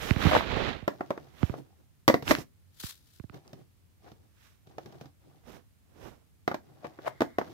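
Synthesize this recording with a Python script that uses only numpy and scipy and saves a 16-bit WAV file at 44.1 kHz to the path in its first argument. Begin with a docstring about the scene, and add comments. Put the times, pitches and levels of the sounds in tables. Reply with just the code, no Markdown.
"""Small plastic toys are tapped, dragged and set down on a hollow cardboard box in a quiet room.
Each contact knocks the lid, thuds the air inside and clicks the plastic; pushed feet stick and slip.
The hand holding the camera shifts its grip: skin rubs and bumps the case by the right microphone port.
Faint room rumble and hiss lie behind."""
import sys
import numpy as np
from scipy import signal
from scipy.fft import rfft, irfft, next_fast_len
from scipy.io import wavfile
from scipy.ndimage import map_coordinates

SR = 44100
rng = np.random.default_rng(int(sys.argv[2]) if len(sys.argv) > 2 else 0)


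def store_wav(level_fs):
    """Save 16-bit WAV to argv[1]."""
    pcm = np.round(np.clip(np.atleast_2d(level_fs), -1, 1) * 32767)
    wavfile.write(sys.argv[1], SR, pcm.T.astype(np.int16))


N = 332073
TIME_S = np.arange(N) / SR
AGE_S = np.arange(SR // 8) / SR  # since a contact

# box with a toy on it: (mode [Hz], width [Hz], level [dB])
BOX_MODES = [(328, 150, -1), (654, 61, -2), (1086, 58, -11.5), (1211, 78, -7.5), (1820, 220, -14),
             (2410, 43, -23.5)]
# cardboard panel: (frequency [Hz], level [dB])
PANEL_SPECTRUM = [(50, -50), (300, -1), (620, 3), (1000, -4), (1400, -6), (2000, -13.5), (3000, -27),
                  (12000, -69.5)]
# plastic click: (frequency [Hz], level [dB])
CLICK_SPECTRUM = [(700, -22), (1700, -1.5), (3500, 1.5), (6000, -3), (7500, -12.5), (9500, -20.5),
                  (12500, -11.5)]
# skin on the case: (frequency [Hz], level [dB])
MURMUR_SPECTRUM = [(20, -12.5), (60, 5.5), (300, 1), (700, -3.5), (1200, -10.5), (2500, -28), (6000, -56)]


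def taps():
    """Each contact knocks the lid, thuds the hollow box and clicks the plastic."""
    # hollow box: (frequency [Hz], level [dB])
    thud_spectrum = [(40, -33.5), (100, -19.5), (180, -1), (270, 2), (450, -3.5), (900, -43.5)]
    # stiff lid: (mode [Hz], width [Hz], level [dB])
    stiff_modes = [(1210, 160, 1.5), (1990, 150, 0.5)]
    # hard plastic: (mode [Hz], width [Hz], level [dB])
    plastic_modes = [(2930, 210, 0), (3740, 203, 3), (3880, 120, -12), (4903, 110, -1), (5960, 43, -9.5),
                     (5980, 100, -1.5)]
    out = np.zeros((2, N))
    panel, hollow, edge = colour(PANEL_SPECTRUM), colour(thud_spectrum), colour(CLICK_SPECTRUM)
    give = 1 - np.exp(-AGE_S / 0.00052)  # cardboard yields before it pushes back
    for s, db, thud_db, click_db, spot_hz in contacts():
        spot = 0.6 * ring([(spot_hz, 70, 0)], scatter_db=0)
        stiff = amp(db + 7) * ring(stiff_modes, scatter_db=6)  # hard, short blows wake the upper modes
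        body = 0.8 * ring(BOX_MODES, scatter_db=0.5)
        knock = blow(give * (body + spot + stiff + burst(panel, t60_s=0.039, apart=0.6)))
        air = amp(thud_db) * ring([(144, 32, 0)], scatter_db=2)  # a heavy push pumps the air inside
        thud = blow(burst(hollow, t60_s=0.06, apart=0.86) + air)
        crack = burst(edge, t60_s=0.022, apart=1) + 0.85 * burst(edge, t60_s=0.07, apart=0.9)
        click = blow(crack + 0.43 * ring(plastic_modes, scatter_db=1))
        hit = amp(-3.5) * knock * sides(-0.84) + amp(thud_db) * thud
        hit += amp(click_db) * click * sides(-4.5)
        add(out, s, amp(db) * hit)
    return out


def contacts():
    """Rows for taps(): harder taps move more of the box; soft nudges are mostly thud."""
    # toy meets box: (time [s], level [dB], click re level [dB], struck spot [Hz])
    strikes = [(0.878, -15, -22, 580), (1.007, -22, -35, 730), (1.105, -17.5, -27.5, 540),
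               (1.176, -31.5, -27, 633), (1.539, -30.5, -29, 730), (2.079, -8.5, -10, 1150),
               (2.086, -9, -25.5, 640), (2.098, -10, -28, 544), (2.141, -10, -24, 693),
               (2.309, -8.5, -17, 557), (2.313, -12.5, -15.5, 617), (4.782, -30, -21, 747),
               (6.477, -15.5, -21.5, 738), (6.514, -23.5, -25.5, 540), (6.543, -23.5, -19.5, 562),
               (6.846, -30, -28.5, 555), (6.988, -35.5, -35, 700), (7.206, -16, -21.5, 610),
               (7.218, -13, -24, 876), (7.384, -15.5, -24.5, 695), (7.413, -25, -31, 910)]
    # fingertip nudges a standing toy: (time [s], level [dB])
    nudges = [(2.224, -35), (2.385, -34), (3.343, -45), (3.531, -42), (4.117, -48), (4.671, -51.5),
              (4.859, -43), (4.924, -50), (5.011, -41), (5.057, -48.5)]
    firm_db, firm_thud_db, thud_db_per_db = -15, -15, 0.59
    nudge_thud_db, nudge_click_db, nudge_hz = 2, -10.5, 740
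    hard = [(s, db, firm_thud_db + thud_db_per_db * (db - firm_db), click_db, hz)
            for s, db, click_db, hz in strikes]
    soft = [(s, db, nudge_thud_db, nudge_click_db, nudge_hz * np.exp(0.073 * rng.standard_normal()))
            for s, db in nudges]
    return hard + soft


def ticks():
    """Short dry ticks: dull ones from the handled camera case, bright ones from plastic toys."""
    # case or toy ticks: (time [s], level [dB], pitch [Hz])
    events = [(0.319, -23.5, 1080), (0.366, -17, 1050), (0.408, -26.5, 880), (0.691, -33.5, 1470),
              (2.279, -26.5, 2200), (2.351, -25.5, 1970), (3.478, -56.5, 4200)]
    # tick spectrum: (multiple of pitch [1], level [dB])
    shape = [(.27, -4.5), (1, 8), (2.5, -10), (5.5, -27.5), (10, -46)]
    out = np.zeros((2, N))
    for s, db, pitch_hz in events:
        response = colour([(multiple * pitch_hz, gain_db) for multiple, gain_db in shape])
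        add(out, s, amp(db) * burst(response, t60_s=0.005, apart=0.27))
    return out


def drags():
    """Plastic feet stick and slip on the lid: each push builds, holds, lets go; one glide whispers."""
    # pushed toy catches: (time [s], hold [s], level [dB])
    catches = [(0.344, 0.024, -18), (6.855, 0.015, -36), (7.072, .016, -29)]
    push = sum(amp(db - 14 * (s - TIME_S).clip(0) / hold_s) * (TIME_S < s + hold_s)
               for s, hold_s, db in catches)
    lid = friction([(200, -27.5), (450, -2), (620, 7.5), (1050, -3.5), (1400, -5.5), (2200, -13),
                    (6000, -33), (12000, -55)], rate_hz=400, rough_db=6.5)
    whisper = friction([(1200, -5), (1800, -3), (2130, 3.5), (2500, -20), (3500, -12.5), (10000, -30.5)],
                       rate_hz=85, rough_db=-1.5)
    glide = amp(-63.5) * swell(s=7.04, hold_s=0.29, fade_db_per_s=132)
    return push * lid * sides(3.2) + glide * whisper


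def shuffle():
    """Light fingering sends tiny separate contacts and fine grit through the box."""
    # toys shift under the fingers: (time [s], hold [s], level [dB])
    moves = [(0.929, 0.36, -57.5), (1.503, 0.083, -53), (1.653, 0.18, -70.5), (3.339, .04, -54.5),
             (3.45, 0.17, -62.5), (4.052, 0.046, -54.5), (4.162, 0.1, -72), (4.694, 0.025, -60),
             (4.794, 0.27, -58), (5.223, 0.177, -66), (6.656, .5, -64), (6.852, 0.018, -56),
             (7.034, 0.031, -53.5), (7.423, 0.097, -52)]
    grains_per_s = 110
    grains = rng.standard_normal(N) * (rng.random(N) < grains_per_s / SR)
    lid_response = ring(BOX_MODES, scatter_db=-0.5) + ring([(775, 68, 0)], scatter_db=0)
    lid = unit(through(grains, lid_response))
    grit = amp(-4.5) * friction(PANEL_SPECTRUM, rate_hz=60, rough_db=4.5)
    grit += amp(-11.5) * friction(CLICK_SPECTRUM, rate_hz=430, rough_db=3.5)
    hollow = amp(3) * friction([(70, -24), (140, 0.5), (200, -16), (330, -6.5), (600, -20), (2000, -49)],
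                               rate_hz=25, rough_db=4.5)
    fingering = sum(amp(db) * swell(s, hold_s, fade_db_per_s=402) for s, hold_s, db in moves)
    return fingering * (lid / 2 + grit + hollow)


def bumps():
    """The case bends under a finger: the wave's treble arrives first, so each tick falls to a thump."""
    # finger on case: (time [s], level [dB], relative tick level [dB])
    touches = [(0.108, -14.5, -10.5), (0.162, -22.5, -14), (0.251, -15.5, -23), (0.267, -16, -13.5),
               (0.824, -36, -21), (1.43, -16, -17.5), (1.496, -27, -18), (2.837, -34, -11),
               (3.198, -37, -15.5), (3.239, -38, -27), (3.297, -44.5, -5)]
    out = np.zeros((2, N))
    edge = colour([(400, -11), (1500, 7), (2400, -1.5), (4000, -15.5), (12000, -49.5)])
    skin = colour(MURMUR_SPECTRUM)
    end_hz, sweep_hz, typical_fall_s, typical_peak_s = 63, 600, 0.0034, 0.0066
    for s, db, tick_db in touches:
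        age = AGE_S * np.exp(0.17 * rng.standard_normal())  # each touch a little softer or harder
        phase = 2 * np.pi * np.cumsum(end_hz + sweep_hz * np.exp(-age / typical_fall_s)) / SR
        envelope = (age / typical_peak_s) ** 2 * np.exp(-2 * age / typical_peak_s)
        thump = blow(np.sin(phase) * envelope) + 0.15 * burst(skin, t60_s=0.034, apart=0.23)
        tick = burst(edge, t60_s=0.005, apart=0.33)
        add(out, s, amp(db) * (thump * sides(-28) + amp(tick_db - 1) * tick * sides(-16)))
    return out


def grip():
    """Skin slides beside the right port; the left one gets mostly the airborne treble."""
    # skin on case, before band gains: (time [s], hold [s], fade [dB/s], murmur [dB], rasp [dB], hiss [dB])
    strokes = [(0.026, 0.073, 220, -45, -42.5, -49), (0.224, .155, 260.5, -36, -34.5, -49.5),
               (0.51, 0.18, 158, -39.5, -38.5, -66), (1.423, 0.047, 154, -58, -56.5, -62),
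               (2.297, 0.019, 521, -35, -35, -36), (2.37, 0.047, 603, -53.5, -57, -54.5),
               (4.44, 0.034, 140.5, -80, -68, -69), (5.483, 0.084, 376, -56.5, -63, -65),
               (6.034, 0.044, 170, -54, -62, -64)]
    # mid-band rub: (frequency [Hz], level [dB])
    rasp_spectrum = [(400, -19), (1200, 4), (2000, 4), (3900, -0.5), (5000, -12), (7000, -22), (10000, -46)]
    # treble rub: (frequency [Hz], level [dB])
    hiss_spectrum = [(2500, -17.5), (5500, 6), (7500, -1), (9500, -5), (12500, 0.5), (16000, -5)]
    low, mid, high = sum(amp(dbs)[:, None] * swell(s, hold_s, fade) for s, hold_s, fade, *dbs in strokes)
    murmur = amp(6.5) * low * friction(MURMUR_SPECTRUM, rate_hz=70, rough_db=2) * sides(-15)
    rasp = amp(2.5) * mid * friction(rasp_spectrum, rate_hz=280, rough_db=1.85) * sides(-9)
    hiss = amp(1.5) * high * friction(hiss_spectrum, rate_hz=270, rough_db=1) * sides(-5.5)
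    return murmur + rasp + hiss


def rustle():
    """Brief bright rustles of the hand, and the hissy edge of a toy scraping the lid."""
    # hand rustles, then a toy scrape: (time [s], hold [s], fade [dB/s], level [dB])
    rubs = [(2.8, 0.013, 5000.5, -43.5), (2.837, 0.03, 500.5, -45.5), (2.899, 0.011, 1599, -48),
            (2.839, 0.071, 203, -52.5), (3.08, 0.11, 130, -66.5), (7.078, 0.0045, 800, -50)]
    # bright friction: (frequency [Hz], level [dB])
    spectrum = [(700, -18), (1500, -7.5), (2400, -10), (3900, -1.5), (6500, -7.5), (9000, -9.5),
                (12000, -7), (16000, -10.5)]
    contact = sum(amp(db) * swell(s, hold_s, fade) for s, hold_s, fade, db in rubs)
    return contact * friction(spectrum, rate_hz=220, rough_db=2.5) * sides(4.2)


def room(x):
    """A small furnished room answers after a few milliseconds."""
    # reverberation: (frequency [Hz], T60 [s])
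    decay = [(100, .35), (300, 0.22), (1000, 0.17), (4000, 0.18), (12000, 0.29)]
    hz, s, noise = signal.stft(rng.standard_normal((2, SR // 2)), SR, nperseg=256)
    tail = signal.istft(noise * amp(-60 * s / along(decay, hz)[:, None]), SR, nperseg=256)[1]
    tail_s = np.arange(tail.shape[1]) / SR
    tail *= 1 - np.exp(-(tail_s / 0.01) ** 2)
    return through(x, tail / np.linalg.norm(tail[0]))


def hush():
    """Low room rumble and microphone hiss."""
    # noise floor: (frequency [Hz], level [dB])
    spectrum = [(12, -51.5), (20, -30.5), (91, -1), (113, -7), (301, -22), (678, -32.5), (2200, -35),
                (5530, -39), (16000, -39)]
    return amp(-62.5) * unit(through(rng.standard_normal((2, N)), colour(spectrum))) * sides(-1)


def ring(modes, scatter_db):
    """Damped modes (Hz, width Hz, dB); their strengths scatter with the struck spot."""
    hz, width_hz, db = np.transpose(modes)[:, :, None]
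    polarity = (-1) ** np.arange(len(modes))[:, None]
    strength = amp(db + scatter_db * rng.standard_normal(db.shape)) * width_hz * polarity
    return blow(np.sum(strength * np.sin(2 * np.pi * hz * AGE_S) * np.exp(-np.pi * width_hz * AGE_S), 0))


def burst(response, t60_s, apart):
    """Dense modes dying together; apart is the side-to-mid ratio between the ports."""
    mid, side = rng.standard_normal((2, len(AGE_S))) * amp(-60 * AGE_S / t60_s)
    return blow(through(np.array([mid + apart * side, mid - apart * side]), response))


def friction(spectrum, rate_hz, rough_db):
    """Stereo noise that catches and slips at about rate_hz."""
    grains = rng.standard_normal((2, N)) * amp(rough_db * wobble(rate_hz))
    return unit(through(grains, colour(spectrum)))


def swell(s, hold_s, fade_db_per_s):
    """One movement: grows to full strength at s, holds, fades as fast as it grew."""
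    outside_s = np.maximum(s - TIME_S, TIME_S - s - hold_s).clip(0)
    return amp(-np.minimum(fade_db_per_s * outside_s, 120))


def wobble(rate_hz):
    """Smooth random curve, rate_hz knots a second."""
    return map_coordinates(rng.standard_normal(int(N * rate_hz / SR) + 4), [TIME_S * rate_hz])


def colour(spectrum, size=4096):
    """Minimum-phase impulse response of (Hz, dB) points."""
    cepstrum = irfft(np.log(amp(along(spectrum, np.fft.rfftfreq(size, 1 / SR)))))
    cepstrum[1:size // 2] *= 2
    cepstrum[size // 2 + 1:] = 0
    return irfft(np.exp(rfft(cepstrum)))


def along(points, hz):
    """Interpolate (Hz, value) points on a log axis."""
    knots_hz, values = np.transpose(points)
    return np.interp(np.log(hz + 1), np.log(knots_hz + 1), values)


def through(x, response):
    """Convolve, keeping the length."""
    return signal.fftconvolve(np.atleast_2d(x), np.atleast_2d(response), axes=1)[:, :x.shape[-1]]


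def from_left(x, lag_samples=10):
    """The box stands nearer the left port: the right one hears it later."""
    return np.array([x[0], np.pad(x[1], (lag_samples, 0))[:N]])


def sides(db):
    """Stereo gains of mean 1, left over right by db."""
    gains = amp([[db / 2], [-db / 2]])
    return gains / gains.mean()


def amp(db):
    """Decibels to gain."""
    return 10 ** (np.asarray(db) / 20)


def unit(x):
    """Scale to rms 1."""
    return x / np.sqrt(np.mean(x ** 2) + 1e-20)


def blow(x):
    """Scale each channel to the energy of 5 ms at rms 1."""
    return x / np.sqrt(np.sum(x ** 2, -1, keepdims=True) / (SR * 0.005) + 1e-20)


def add(track, s, sound):
    """Mix a sound in at time s."""
    start = max(round(s * SR), 0)
    track[:, start:start + sound.shape[-1]] += sound[:, :N - start]


def scene():
    """Toys in the room, the hand on the camera, the quiet behind them."""
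    # a small box radiates little bass: (frequency [Hz], gain [dB])
    radiation = [(20, -22), (55, -11.5), (115, 0)]
    direct = from_left(through(taps() + ticks() + drags() + shuffle(), colour(radiation)))
    return direct + amp(-11.5) * room(direct) + bumps() + grip() + rustle() + hush()


def record(dry):
    """Steep low-pass at the camera's band limit."""
    top_hz = 15750
    size = next_fast_len(N + SR // 2)
    passed = 1 / (1 + (np.fft.rfftfreq(size, 1 / SR) / top_hz) ** 110)
    return irfft(rfft(dry, size) * passed, size)[:, :N]


dry = scene()
out = record(dry)
store_wav(out)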